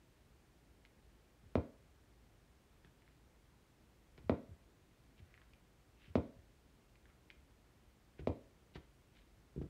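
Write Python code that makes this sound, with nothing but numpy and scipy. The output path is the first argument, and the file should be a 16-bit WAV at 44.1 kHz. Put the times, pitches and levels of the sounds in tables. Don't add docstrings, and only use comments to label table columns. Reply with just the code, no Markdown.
import sys
import numpy as np
from scipy import signal
from scipy.fft import rfft, irfft
from scipy.io import wavfile

SR = 44100
rng = np.random.default_rng(int(sys.argv[2]) if len(sys.argv) > 2 else 0)


def digitize_waveform(pressure):
    field = np.atleast_2d(pressure).T
    bounded = np.clip(field, -1, 1)
    quanta = np.round(bounded * 32767).astype(np.int16)
    wavfile.write(sys.argv[1], SR, quanta)


N = 427329
SIZE = 32768
AGE = np.arange(SIZE) / SR
HZ = np.maximum(np.arange(SIZE // 2 + 1) * SR / SIZE, 1)
BASS_BAND_HZ, KNOCK_BAND_HZ, CLACK_BAND_HZ = [17, 92], [145, 283], [1200, 1800]


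def from_db(db):
    return 10 ** (np.asarray(db) / 20)

def rms_one(x):
    return x / np.sqrt(np.mean(x ** 2) + 1e-20)

def at_hz(rows, hz, column=1):
    rows = np.array(rows)
    return np.interp(np.log(hz), np.log(rows[:, 0]), rows[:, column])

def band(x, hz, kind, order=2):
    sections = signal.butter(order, np.clip(hz, 10, .45 * SR), kind, fs=SR, output="sos")
    return signal.sosfilt(sections, x + 1e-18)

def emphasis(x, db, band_hz):
    return x + (from_db(db) - 1) * band(x, band_hz, "band", order=1)

def add(track, start_s, sound):
    start = int(round(start_s * SR))
    track[start:start + len(sound)] += sound[:len(track) - start]

def ring(hz, db, t60_s):
    return from_db(db - 60 * AGE / t60_s) * np.sin(2 * np.pi * hz * AGE)


# start_s, level_db, bass_db, knock_db, clack_db, crackle_db, crackle_hz
HEEL_IMPACTS = [(1.5543, -19, 3.5, -2, 1, -5.5, 2160), (4.2954, -18, -6, 0, 1.5, -5.5, 2000),
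                (6.1544, -18.5, -0.5, 1.5, 0, -2, 2470), (8.272, -20.5, 0.5, -5.5, -14.5, -4, 3000)]

def heel_strikes():
    out = np.zeros(N)
    blow = thud(hardness_hz=5240, pitch_ratio=1.017)
    for start_s, level_db, bass_db, knock_db, clack_db, crackle_db, crackle_hz in HEEL_IMPACTS:
        tread = from_db(crackle_db) * crackle(crackle_hz)
        step = emphasis(blow + tread, clack_db, CLACK_BAND_HZ)
        add(out, start_s, from_db(level_db) * landing(step, bass_db, knock_db))
    return out

def thud(hardness_hz, pitch_ratio):
    response = with_echoes(bending_wave(pitch_ratio)) + floor_ring()
    return band(response, hardness_hz, "low", order=4)

def landing(step, bass_db, knock_db):
    weighted = emphasis(step, bass_db, BASS_BAND_HZ)
    return emphasis(weighted, knock_db, KNOCK_BAND_HZ)

def crackle(pitch_hz, level_db=-33, peak_s=0.0044, fizz_db=-15, edge_ratio=1.8):
    envelope = AGE / peak_s * np.exp(1 - AGE / peak_s)
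    edges_hz = [pitch_hz / edge_ratio, pitch_hz * edge_ratio]
    grain, fizz = band(rng.standard_normal((2, SIZE)), edges_hz, "band", order=1)
    noise = rubber_damping(grain, top_hz=4600) + from_db(fizz_db) * fizz
    return from_db(level_db) * envelope * rms_one(noise)


# frequency_hz, level_db
BOARD_SPECTRUM = [(30, -17.5), (90, 3), (140, -7.5), (195, 2), (245, 3.5), (335, -8.5), (410, -0.5),
                  (640, -3.5), (770, -14.5), (1350, -20.5), (1600, -29.5), (2250, -24.5), (2900, -37),
                  (3900, -36), (12000, -100)]

def bending_wave(pitch_ratio, travel_s=0.003343, reference_hz=250, fastest_hz=3000):
    magnitude = from_db(at_hz(BOARD_SPECTRUM, HZ / pitch_ratio))
    cepstrum = irfft(np.log(magnitude))
    spectrum = np.exp(rfft(2 * cepstrum * (np.arange(SIZE) < SIZE // 2)))
    delay_s = travel_s * np.maximum(np.sqrt(reference_hz / HZ) - np.sqrt(reference_hz / fastest_hz), 0)
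    phase_lag = 2 * np.pi * np.cumsum(delay_s) * SR / SIZE
    wave = irfft(spectrum * np.exp(-1j * phase_lag))
    return wave / np.abs(wave).max()


# delay_s, reflection_factor
EARLY_REFLECTIONS = [(.0045, 0.16), (.0076, 0.21), (0.014, -0.21), (0.0197, 0.19), (0.0246, -0.16),
                     (0.0293, .24), (.0386, -0.11), (.046, 0.17)]

def with_echoes(wave, echo_cut_hz=850):
    out = wave.copy()
    dull = band(wave, echo_cut_hz, "low")
    for delay_s, reflection_factor in EARLY_REFLECTIONS:
        add(out, delay_s, reflection_factor * dull)
    return out


# pitch_hz, level_db, t60_s
FLOOR_RESONANCES = [(48, -33, 0.11), (79, -6.5, 0.12), (110, -34, 0.47), (150.5, -17.5, 0.18),
                    (213, -25, 0.19), (253, -24, 0.11), (279.8, -18, 0.23), (314.8, -12, 0.15),
                    (391, -30, 0.37), (510, -52, 0.16), (554, -31, 0.45), (634, -33, 0.37),
                    (686, -38.5, 0.59), (895, -24.5, 0.13), (966, -42.5, 0.4)]

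def floor_ring(build_up_s=0.015):
    modes = sum(ring(*mode) for mode in FLOOR_RESONANCES)
    return modes * (1 - np.exp(-AGE / build_up_s))


# start_s, level_db, hardness_hz, knock_db
TOE_IMPACTS = [(2.8463, -58, 1700, 3), (4.18, -49, 1590, -7), (8.192, -39, 750, -13),
               (8.755, -41.5, 2100, -0.5), (9.56, -38, 520, -2), (9.575, -37, 465, 5.5),
               (9.613, -35.5, 799, 4)]

def toe_touches(crackle_db_per_octave=11.5):
    out = np.zeros(N)
    for start_s, level_db, hardness_hz, knock_db in TOE_IMPACTS:
        crackle_db = 6 + crackle_db_per_octave * np.log2(hardness_hz / 1000)
        tread = from_db(crackle_db) * crackle(pitch_hz=1030, peak_s=0.006)
        step = thud(hardness_hz, pitch_ratio=0.7) + tread
        add(out, start_s, from_db(level_db) * landing(step, bass_db=6.5, knock_db=knock_db))
    return out


# start_s, level_db
LOAD_CHANGES = [(1.432, -43.5), (4.239, -36), (4.487, -35.5), (5.197, -39.5), (6.076, -37.5), (6.361, -44),
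                (8.204, -40), (8.225, -38)]

def weight_shifts():
    out = np.zeros(N)
    bump = emphasis(thud(hardness_hz=142, pitch_ratio=0.99), db=3, band_hz=BASS_BAND_HZ)
    for start_s, level_db in LOAD_CHANGES:
        add(out, start_s, from_db(level_db) * bump)
    return out


# start_s, level_db, pitch_hz, high_cut_hz
TREAD_RELEASES = [(0.8509, -49, 2180, 8000), (2.8472, -52, 1800, 5000), (3.021, -60, 2160, 3000),
                  (3.078, -56, 1950, 3000), (4.1783, -50.5, 2150, 8000), (5.341, -49.5, 2020, 2800),
                  (5.377, -53, 1730, 2800), (5.4166, -55, 1450, 3500), (5.535, -55, 2400, 8000),
                  (6.956, -56, 2400, 5000), (7.0557, -54.5, 1840, 3000), (7.3021, -41.5, 2220, 6000)]
# pitch_ratio, level_db, t60_s
RUBBER_MODES = [(1, 0, 0.0052), (1.42, -3.5, 0.0037), (1.9, 0.5, 0.0014)]

def ticks(grit=0.12, grit_t60_s=0.013, low_cut_hz=1100, reslip_s=0.0075, reslip_db=-9.5):
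    out = np.zeros(N)
    for start_s, level_db, pitch_hz, high_cut_hz in TREAD_RELEASES:
        rubber = sum((-1) ** k * ring(pitch_hz * ratio, mode_db, t60_s)
                     for k, (ratio, mode_db, t60_s) in enumerate(RUBBER_MODES))
        for snap_s, snap_db in [(start_s, level_db), (start_s + reslip_s, level_db + reslip_db)]:
            small_slips = grit * rng.standard_normal(SIZE) * from_db(-60 * AGE / grit_t60_s)
            snap = (AGE == 0) + small_slips
            ringing = signal.fftconvolve(snap, rubber)[:SIZE]
            tick = band(ringing, [low_cut_hz, high_cut_hz], "band", order=1)
            add(out, snap_s, from_db(snap_db) * tick / np.abs(tick).max())
    return out


# middle_s, half_length_s, level_db, pitch_hz
SHOE_RUBS = [(2.873, 0.019, -77, 1470), (3.067, 0.072, -85, 2080), (5.188, 0.016, -71.5, 2470),
             (5.361, 0.16, -79, 1650), (6.049, 0.059, -71, 2200), (7.098, 0.026, -78, 1600),
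             (8.197, 0.012, -63.5, 1930), (8.756, 0.011, -61.5, 2800), (9.182, .045, -72.5, 2400)]

def scuffs(slips_per_s=1500, edge_ratio=1.47):
    out = np.zeros(N)
    for middle_s, half_length_s, level_db, pitch_hz in SHOE_RUBS:
        slips = rng.standard_normal(SIZE) * (rng.random(SIZE) < slips_per_s / SR)
        rub = rms_one(band(slips, [pitch_hz / edge_ratio, pitch_hz * edge_ratio], "band"))
        swell = np.exp(-((AGE - AGE.mean()) / half_length_s) ** 2)
        add(out, middle_s - AGE.mean(), from_db(level_db) * rub * swell)
    return out

def rubber_damping(x, top_hz=5600):
    return band(x, top_hz, "low", order=3)


# frequency_hz, level_db, t60_s
ROOM_DECAY = [(60.8, -25.5, 0.7), (150, -15.5, 0.35), (414, -14, 0.48), (750, -14, 0.33), (1200, -8, 0.32),
              (2400, -8.5, 0.32), (5000, -11.5, 0.55), (12000, -10, .12)]

def reverberation(x, first_wall_s=0.005, build_up_s=0.0012):
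    tail = np.zeros(SIZE)
    edges_hz = 45 * np.sqrt(2) ** np.arange(18)
    onset = 1 - np.exp(-np.maximum(AGE - first_wall_s, 0) / build_up_s)
    for low, high in zip(edges_hz, edges_hz[1:]):
        centre_hz = np.sqrt(low * high)
        decay = from_db(-60 * AGE / at_hz(ROOM_DECAY, centre_hz, column=2))
        reflections = band(rng.standard_normal(SIZE) * onset * decay, [low, high], "band")
        unity_gain_rms = np.sqrt(2 * (high - low) / SR / SIZE)
        tail += from_db(at_hz(ROOM_DECAY, centre_hz)) * rms_one(reflections) * unity_gain_rms
    return signal.fftconvolve(x, tail)[:N]


# frequency_hz, relative_density_db
NOISE_SPECTRUM = [(12, -51), (20, -23), (30, -9), (54, 2), (70, -2), (87, -8), (126, -5.5), (153, -10),
                  (352, -13.5), (549, -19), (1230, -24.5), (2090, -26.5), (4950, -33.5), (9660, -37),
                  (15500, -42)]

def ambience(level_db=-67):
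    white = rfft(rng.standard_normal(N))
    hz = np.maximum(np.arange(len(white)) * SR / N, 1)
    noise = irfft(white * from_db(at_hz(NOISE_SPECTRUM, hz)), N)
    return from_db(level_db) * rms_one(noise)


def scene():
    shoes = heel_strikes() + toe_touches() + weight_shifts() + rubber_damping(ticks() + scuffs())
    return (shoes + reverberation(shoes) + ambience())[None]

def record(dry, port_notch_hz=10400, notch_q=12, notch_depth=0.29, low_cut_hz=27, high_cut_hz=15700):
    notched = signal.lfilter(*signal.iirnotch(port_notch_hz, notch_q, fs=SR), dry)
    coloured = band(dry + notch_depth * (notched - dry), low_cut_hz, "high")
    steep_low_pass = signal.ellip(12, .1, 70, high_cut_hz, fs=SR, output="sos")
    return signal.sosfilt(steep_low_pass, coloured)


dry = scene()
out = record(dry)
digitize_waveform(out)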